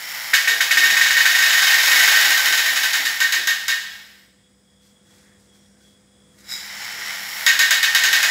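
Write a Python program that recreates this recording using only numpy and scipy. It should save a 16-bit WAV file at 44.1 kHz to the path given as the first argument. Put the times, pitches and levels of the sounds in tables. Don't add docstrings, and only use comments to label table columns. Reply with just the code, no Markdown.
import sys
import numpy as np
from scipy import signal
from scipy.fft import rfft, irfft, next_fast_len
from scipy.io import wavfile
from scipy.ndimage import uniform_filter1d

SR = 44100
rng = np.random.default_rng(int(sys.argv[2]) if len(sys.argv) > 2 else 0)


def digitize_waveform(pressure):
    field = np.atleast_2d(pressure).T
    bounded = np.clip(field, -1, 1)
    quanta = np.round(bounded * 32767).astype(np.int16)
    wavfile.write(sys.argv[1], SR, quanta)


def voltage_ratio(level):
    return 10 ** (np.asarray(level, float) / 20)


N = 366030
T = np.arange(N) / SR

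# frequency in Hz, density in dB per Hz.
CRACK = [(150, -87.5), (250, -42), (1380, -32), (1530, 2), (1700, -9.5), (2670, -8), (3770, -9.5),
         (7310, -18.5), (9170, -30), (11700, -23.5), (16000, -20)]
# frequency in Hz, density in dB per Hz.
GRIT = [(150, -54.5), (250, -25), (452, -24), (875, -7.5), (1020, -13), (2050, 2), (2530, -9.5),
        (5350, -9.5), (9010, -30.5), (10400, -17), (16000, -14)]


def level(x, db):
    return x * voltage_ratio(db) / np.sqrt(np.mean(x ** 2))


def on_log_hz(table, hz):
    points = np.array(table)
    return np.interp(np.log(hz + 1), np.log(points[:, 0]), points[:, 1])


def convolve(x, response):
    size = next_fast_len(len(x) + len(response))
    return irfft(rfft(x, size) * rfft(response, size), size)[:len(x)]


def colour(x, table):
    log_gain = on_log_hz(table, np.linspace(0, SR / 2, 1025)) * np.log(10) / 20
    ceps = irfft(log_gain)
    ceps[1:1024] *= 2
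    return convolve(x, irfft(np.exp(rfft(ceps[:1025], 2048))))


def high(x, hz):
    return signal.sosfilt(signal.butter(3, hz, "high", fs=SR, output="sos"), x)


def rings(x, peaks):
    return sum(voltage_ratio(db) * signal.lfilter(*signal.iirpeak(hz, hz / width, SR), x) for hz, width, db in peaks)


def narrow_noise(hz, width, skirt):
    inner = rings(rng.standard_normal(N), [(hz, width, 0)])
    return level(rings(inner, [(hz, skirt * width, 0)]), 0)


def curve(table):
    points = np.array(table)
    return np.interp(T, points[:, 0], points[:, 1], -120, -120)


def swell(start, length, power):
    return np.sin(np.pi * np.clip((T - start) / length, 0, 1)) ** power


def walk(rate):
    k = int(SR / rate)
    held = np.repeat(rng.standard_normal(N // k + 1), k)
    return 0.67 * uniform_filter1d(uniform_filter1d(held, k), k)[:N]


def waver(hz, spread_hz, rate):
    return np.sqrt(2) * np.sin(2 * np.pi * np.cumsum(hz + spread_hz * walk(rate)) / SR)


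def grains(per_s, spread_db):
    ticks = (rng.random(N) < per_s / SR) * rng.standard_normal(N)
    size_db = spread_db * np.minimum(rng.exponential(size=N), 4)
    return level(ticks * voltage_ratio(size_db), 0)


def crickets():
    # start in seconds, length in seconds, level in dB.
    chirp_rows = [(3.75, .3, -50), (4.093, 0.23, -75), (4.364, 0.13, -69.5), (4.652, 0.25, -68.5),
                  (4.879, 0.17, -67), (5.04, 0.19, -67), (5.22, 0.17, -71), (5.462, 0.22, -65.5),
                  (5.80, 0.2, -64), (6.069, 0.33, -68), (6.45, .25, -52), (6.8, .25, -70),
                  (7.15, 0.37, -73)]
    # frequency in Hz, width in Hz, level in dB.
    chorus = [(5040, 300, -73.5), (5600, 150, -82), (6900, 300, -75.5), (7940, 500, -73.5),
              (8040, 160, -75)]
    song_hz = 3350
    chirps = sum(voltage_ratio(db) * swell(s, length, 0.59) for s, length, db in chirp_rows)
    throb = 1 + .25 * waver(24, 6.0, 4)
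    wing = throb * waver(song_hz, 60, 300)
    blur = narrow_noise(song_hz, 150, 2)
    near = (chirps + voltage_ratio(-74)) * (.7 * wing + .7 * blur)
    far = sum(voltage_ratio(db + 3.0 * walk(4.4)) * narrow_noise(hz, width, 3.0) for hz, width, db in chorus)
    return near + far


def night():
    # frequency in Hz, level in dB.
    hum_tones = [(64, -69), (100, -73), (160, -74.5), (199.5, -61), (245, -75.5), (344, -74), (500, -68)]
    # frequency in Hz,
    # density in dB per Hz.
    air_shape = [(20, -23.5), (60, -9), (200, -7), (330, -13), (560, -16), (950, -22.5), (2000, -22),
                 (2750, -30.5), (3600, -23), (4300, -32.5), (7950, -24.5), (9700, -23), (10300, -40.5),
                 (16000, -39)]
    # start in seconds, length in seconds, extra level in dB.
    draughts = [
        (.6, .6, 4.5),
        (4.696, 1.33, 3.5),
        (5.7, 2.56, 5),
    ]
    hum = sum(voltage_ratio(db + 2.0 * walk(3.4)) * waver(hz, 2.3, 7.6) for hz, db in hum_tones)
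    air = level(colour(rng.standard_normal(N), air_shape), -58.5)
    draught_db = sum(db * swell(s, length, 0.84) for s, length, db in draughts) - 3.0
    return crickets() + (hum + air) * voltage_ratio(draught_db + .8 * walk(2.9))


def creeps():
    # start in seconds, length in seconds, frequency in Hz, width in Hz, level in dB.
    whispers = [
        (5.16, 0.24, 1830, 302, -61),
        (5.361, 0.56, 5600, 300, -69),
        (5.7, .2, 1580, 120, -69),
    ]
    return sum(swell(s, length, 1) * voltage_ratio(db) * narrow_noise(hz, width, 2) for s, length, hz, width, db in whispers)


def shuffle():
    # start in seconds, length in seconds, level in dB, dull part in dB.
    rubs = [
        (4.8, .12, -62, -18),
        (5.02, 0.29, -62.5, -2),
        (5.36, 0.12, -66, -9),
        (5.523, 0.063, -63, -8),
        (5.55, 0.19, -70, -6),
        (5.758, 0.2, -64, -10),
        (6.3, .1, -67, -1),
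        (6.373, 0.056, -55, -7),
    ]
    rub = grains(9000, 2.5)
    bands = [(1800, 730, 0), (5000, 4000, 0), (12000, 6700, 0)]  # Hz, width in Hz, dB
    dull, middle, bright = (level(rings(rub, [band]), 0) for band in bands)
    rustle = middle + voltage_ratio(-10) * high(bright, 6500)
    return sum(swell(s, length, 0.86) * voltage_ratio(db) * (rustle + voltage_ratio(dull_db) * dull) for s, length, db, dull_db in rubs)


def steps():
    # time in seconds, peak level in dB, frequency in Hz.
    heels = [(0.469, -38.5, 426), (0.727, -39.5, 354), (0.799, -51, 431), (0.868, -58, 374),
             (0.85, -43, 200), (1.079, -61, 192), (1.871, -46, 307), (2.049, -39, 395), (2.215, -44, 300),
             (2.448, -42, 410), (2.649, -48, 285), (2.95, -44.5, 300), (3.349, -44.5, 380),
             (5.1, -55.5, 207), (6.397, -59, 199), (6.929, -48, 401), (7.499, -48, 346), (7.999, -44, 410)]
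    out, t = np.zeros(N + SR), T[:SR // 4]
    for s, db, hz in heels:
        push = rng.standard_normal(len(t)) * t / .01 * np.exp(-t / 0.055)
        thump = rings(push, [(hz, 0.25 * hz, 0)])
        start = int(s * SR)
        out[start:start + len(t)] += voltage_ratio(db + 3.0) * thump / np.max(abs(thump))
    return out[:N]


def scrape():
    # time in seconds, level in dB.
    pressure = [
        (6.36, -63),
        (6.396, -59),
        (6.438, -50.5),
        (6.514, -33.5),
        (6.534, -32.5),
        (6.646, -43),
        (6.72, -51),
    ]
    # frequency in Hz, width in Hz, level in dB.
    shell_rings = [(2170, 20, -11.5), (3870, 40, -4.5), (5050, 95, -4.5), (6250, 29, -14), (6930, 68, -9),
                   (10940, 64, -19.5), (12400, 54, -33), (13200, 83, -18), (14100, 63, -26)]
    slips, press_db = grains(6000, 2.2), curve(pressure)
    shell = high(rings(slips, [(hz, 3.0 * width, db) for hz, width, db in shell_rings]), 700)
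    rasp = level(colour(slips, GRIT), -5)
    return voltage_ratio(press_db) * (voltage_ratio(0.67 * (press_db + 38)) * level(shell, -2) + rasp)


def wheels():
    # time in seconds, level
    # in dB.
    rolling = [(0, -32), (.34, -28.5), (1.02, -26), (2.02, -19), (2.72, -24.5), (3.52, -36), (3.96, -46.5),
               (4.25, -58), (4.31, -75), (6.41, -75), (6.51, -43), (6.75, -33), (7.09, -30), (7.3, -29.5),
               (7.47, -29.5), (7.91, -28.5), (8.31, -22)]
    # frequency in Hz, width in Hz, level in dB.
    frame_rings = [(845, 58, -11), (2070, 270, 0.5), (3037, 190, -1.5), (5500, 410, -1.5),
                   (6820, 1000, -7.5), (12600, 100, -7), (14200, 800, -3), (15100, 200, -14.5)]
    roll_db, patchy = curve(rolling), voltage_ratio(1.6 * walk(13))
    frame = level(high(rings(grains(3000, 3.0), frame_rings), 460), -7.0)

    axle_hz = 5399.5 + 28 * np.clip(roll_db + 29.5, -12, 0)
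    tone = np.sqrt(2) * np.sin(2 * np.pi * np.cumsum(axle_hz) / SR)
    rub = level(uniform_filter1d(grains(2800, 3.7), 170), -13.5)
    axle = rub * voltage_ratio(-.8 * np.clip(roll_db + 34, 0, 9)) * tone

    crushed = level(colour(grains(9000, 2.0), GRIT), -1.7)
    sound = level(patchy * (frame + axle + crushed), 0)
    treble = signal.sosfiltfilt(signal.butter(3, 9500, "high", fs=SR, output="sos"), sound)
    treble_db = np.where(T < N / SR * .6, -0.5, -6.5) + 6.2 * swell(7.08, .7, 1)
    return voltage_ratio(roll_db) * (sound - treble + voltage_ratio(treble_db) * treble)


def echo(build_s, early_db, early_t60):
    # frequency in Hz, reverberation time in seconds.
    room_t60 = [(300, 0.64), (1500, 0.85), (4000, 0.96), (12000, 0.59)]
    t = T[:SR + SR // 5]
    walls = rng.standard_normal(len(t)) * (rng.random(len(t)) < .15) * voltage_ratio(early_db - 60 * t / early_t60)
    tail, edges = 0, 300 * 2. 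** np.arange(7)
    for lo, hi in zip(edges[:-1], edges[1:]):
        octave = signal.butter(2, [lo, hi], "band", fs=SR, output="sos")
        band = signal.sosfilt(octave, rng.standard_normal(len(t)))
        tail = tail + band * voltage_ratio(-60 * t / on_log_hz(room_t60, np.sqrt(lo * hi)))
    answer = (walls + tail * (1 - np.exp(-t / build_s))) * (t > .002)
    return answer / np.sqrt(np.sum(answer ** 2))


def snaps():
    # time in seconds, strength in dB.
    speeding = [(0.3339, -2.5), (0.4743, -6), (0.605, -5.5), (0.7085, -4), (0.7709, -4), (0.8334, -4.5),
                (0.9009, -7), (0.9671, -5), (1.0111, -3.5), (1.0617, -6.5), (1.1053, -5.5), (1.1664, -4.5),
                (1.2045, -6), (1.2537, -3), (1.2965, -7)]
    # time in seconds, strength in dB.
    run_marks = [
        (1.35, -6.5),
        (1.5269, -6),
        (1.6683, -4.5),
        (1.7409, -8),
        (1.8725, -6.5),
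        (2.1167, -4.5),
        (2.2473, -6.5),
    ]
    run_turns = (0, 5, 8, 10, 13, 19, 22)
    # time in seconds, strength in dB.
    slowing = [(2.3045, -5), (2.3753, -6.5), (2.458, -6), (2.5247, -7), (2.5755, -7), (2.66, -9.5),
               (2.759, -9.5), (2.8334, -8.5), (2.9323, -9), (3.0522, -11), (3.203, -7.5), (3.3235, -7.5),
               (3.4723, -7.5), (3.6817, -8)]
    # time in seconds, strength in dB.
    pulled_back = [
        (7.4643, -1),
        (7.5914, -2),
        (7.7073, -2),
        (7.8294, -4),
        (7.9486, -2),
        (8.037, -3),
        (8.1293, -3),
        (8.229, -4.5),
    ]
    turns = np.arange(run_turns[-1] + 1)
    run = np.transpose([np.interp(turns, run_turns, column) for column in np.transpose(run_marks)])
    return np.vstack([speeding, run, slowing, pulled_back])


def snap(chance):
    # frequency in Hz, level in dB, 60 dB decay time in seconds.
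    modes = [(760, -14, 0.013), (1547, -9.5, 0.18), (1650, -9, 0.092), (1844.6, 1, 0.087),
             (1943, -6, 0.087), (2230, -5, .07), (2546, -12, .06), (2884, -27.5, 0.11), (3043, -11, 0.049),
             (3792, -9.5, 0.049), (5110, -15.5, 0.037), (6638, -11.5, 0.045), (12050, -12, 0.018),
             (15870, -22, .015)]
    t = T[:SR // 10, None]
    hz, db, t60 = np.transpose(modes)
    strike_db, detune, phase = chance[:3, :len(hz)]
    decay = np.exp(-np.log(1000) * t / t60)
    ring = voltage_ratio(db - 12.5 + strike_db) * decay * np.sin(2 * np.pi * hz * (1 + .005 * detune) * t + .3 * phase)
    bounces = 0.11 * rng.standard_normal(len(t)) * np.exp(-t[:, 0] / 0.0022)
    is_deep = hz < 2700
    deep = high(ring[:, is_deep].sum(1), 1100)
    bright = high(ring[:, ~is_deep].sum(1), 1200)
    return deep, bright, high(colour(bounces, CRACK), 3283)


def clacker(rooms):
    # time in seconds, open side of the shell towards the phone from 0 to 1, direct over room sound in dB.
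    path = [
        (.3, 0, -3.5),
        (1.1, 0.39, 1.5),
        (1.7, 0.87, -0.5),
        (2.3, 0.92, 1.5),
        (2.9, 1, -5),
        (3.7, 0.99, -2),
        (7.4, 0.95, 0),
        (8.3, 0.89, 1.5),
    ]
    sides_db = [(7, -4.5), (-20.5, 7.5), (14.5, 26), (-1, 0)]
    slow_gap_s, quick_dull_db = .13, 1.5
    direct, sent = np.zeros(N + SR), np.zeros((len(rooms), N + SR))
    when, facing, near = np.transpose(path)
    t = T[:SR // 10]
    blow = colour(1. * (t == 0), CRACK)
    first_swing = (1 + 1.3 * np.exp(-t / 0.014)) * (1 - np.exp(-t / 0.0013))
    rows = snaps()
    for (s, db), gap in zip(rows, np.diff(rows[:, 0], prepend=0)):
        chance = rng.standard_normal((4, 32))
        deep, bright, crack = snap(chance)
        share, near_db = np.interp(s, when, facing), np.interp(s, when, near)
        deep_db, bright_db, crack_db, room_db = (away + share * (open_db - away) for away, open_db in sides_db)
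        crack_db += quick_dull_db * np.log2(min(gap / slow_gap_s, 1))
        at = slice(int(s * SR), int(s * SR) + len(deep))
        heard = voltage_ratio(deep_db) * first_swing * deep + voltage_ratio(bright_db) * (bright + voltage_ratio(crack_db) * crack)
        direct[at] += voltage_ratio(db + near_db / 2) * heard
        place = chance[3, :len(rooms), None]
        place = place / np.sqrt(np.sum(place ** 2))
        spread = deep + voltage_ratio(room_db) * (bright + voltage_ratio(29.0) * blow)
        sent[:, at] += voltage_ratio(db - near_db / 2 + 7.5) * place * spread
    return direct[:N] + sum(convolve(x[:N], room) for x, room in zip(sent, rooms))


def scene():
    # frequency in Hz, gain in dB.
    mic = [(20, 3), (60, -1), (7000, 1), (8200, 3.5), (9100, -4), (9900, 6), (12000, 1), (15500, -2)]
    rooms = [echo(build_s=0.0031, early_db=13, early_t60=0.37) for _ in range(3)]
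    rubbing = wheels() + scrape() + steps() + shuffle()
    toy = clacker(rooms) + voltage_ratio(-0.5) * rubbing + voltage_ratio(-4) * convolve(rubbing, rooms[0])
    return (colour(toy, mic) + night() + creeps())[None]


def band_limit(x):
    return signal.sosfilt(signal.butter(12, 16660, fs=SR, output="sos"), x)


def record(dry):
    held = dry / (1 + (dry / 1.02) ** 4) ** .25
    x = signal.sosfilt(signal.butter(6, 55, "high", fs=SR, output="sos"), held)
    x = signal.sosfilt(signal.ellip(8, .3, 38, 15670, fs=SR, output="sos"), x)
    return band_limit(x)


dry = scene()
out = record(dry)
digitize_waveform(out)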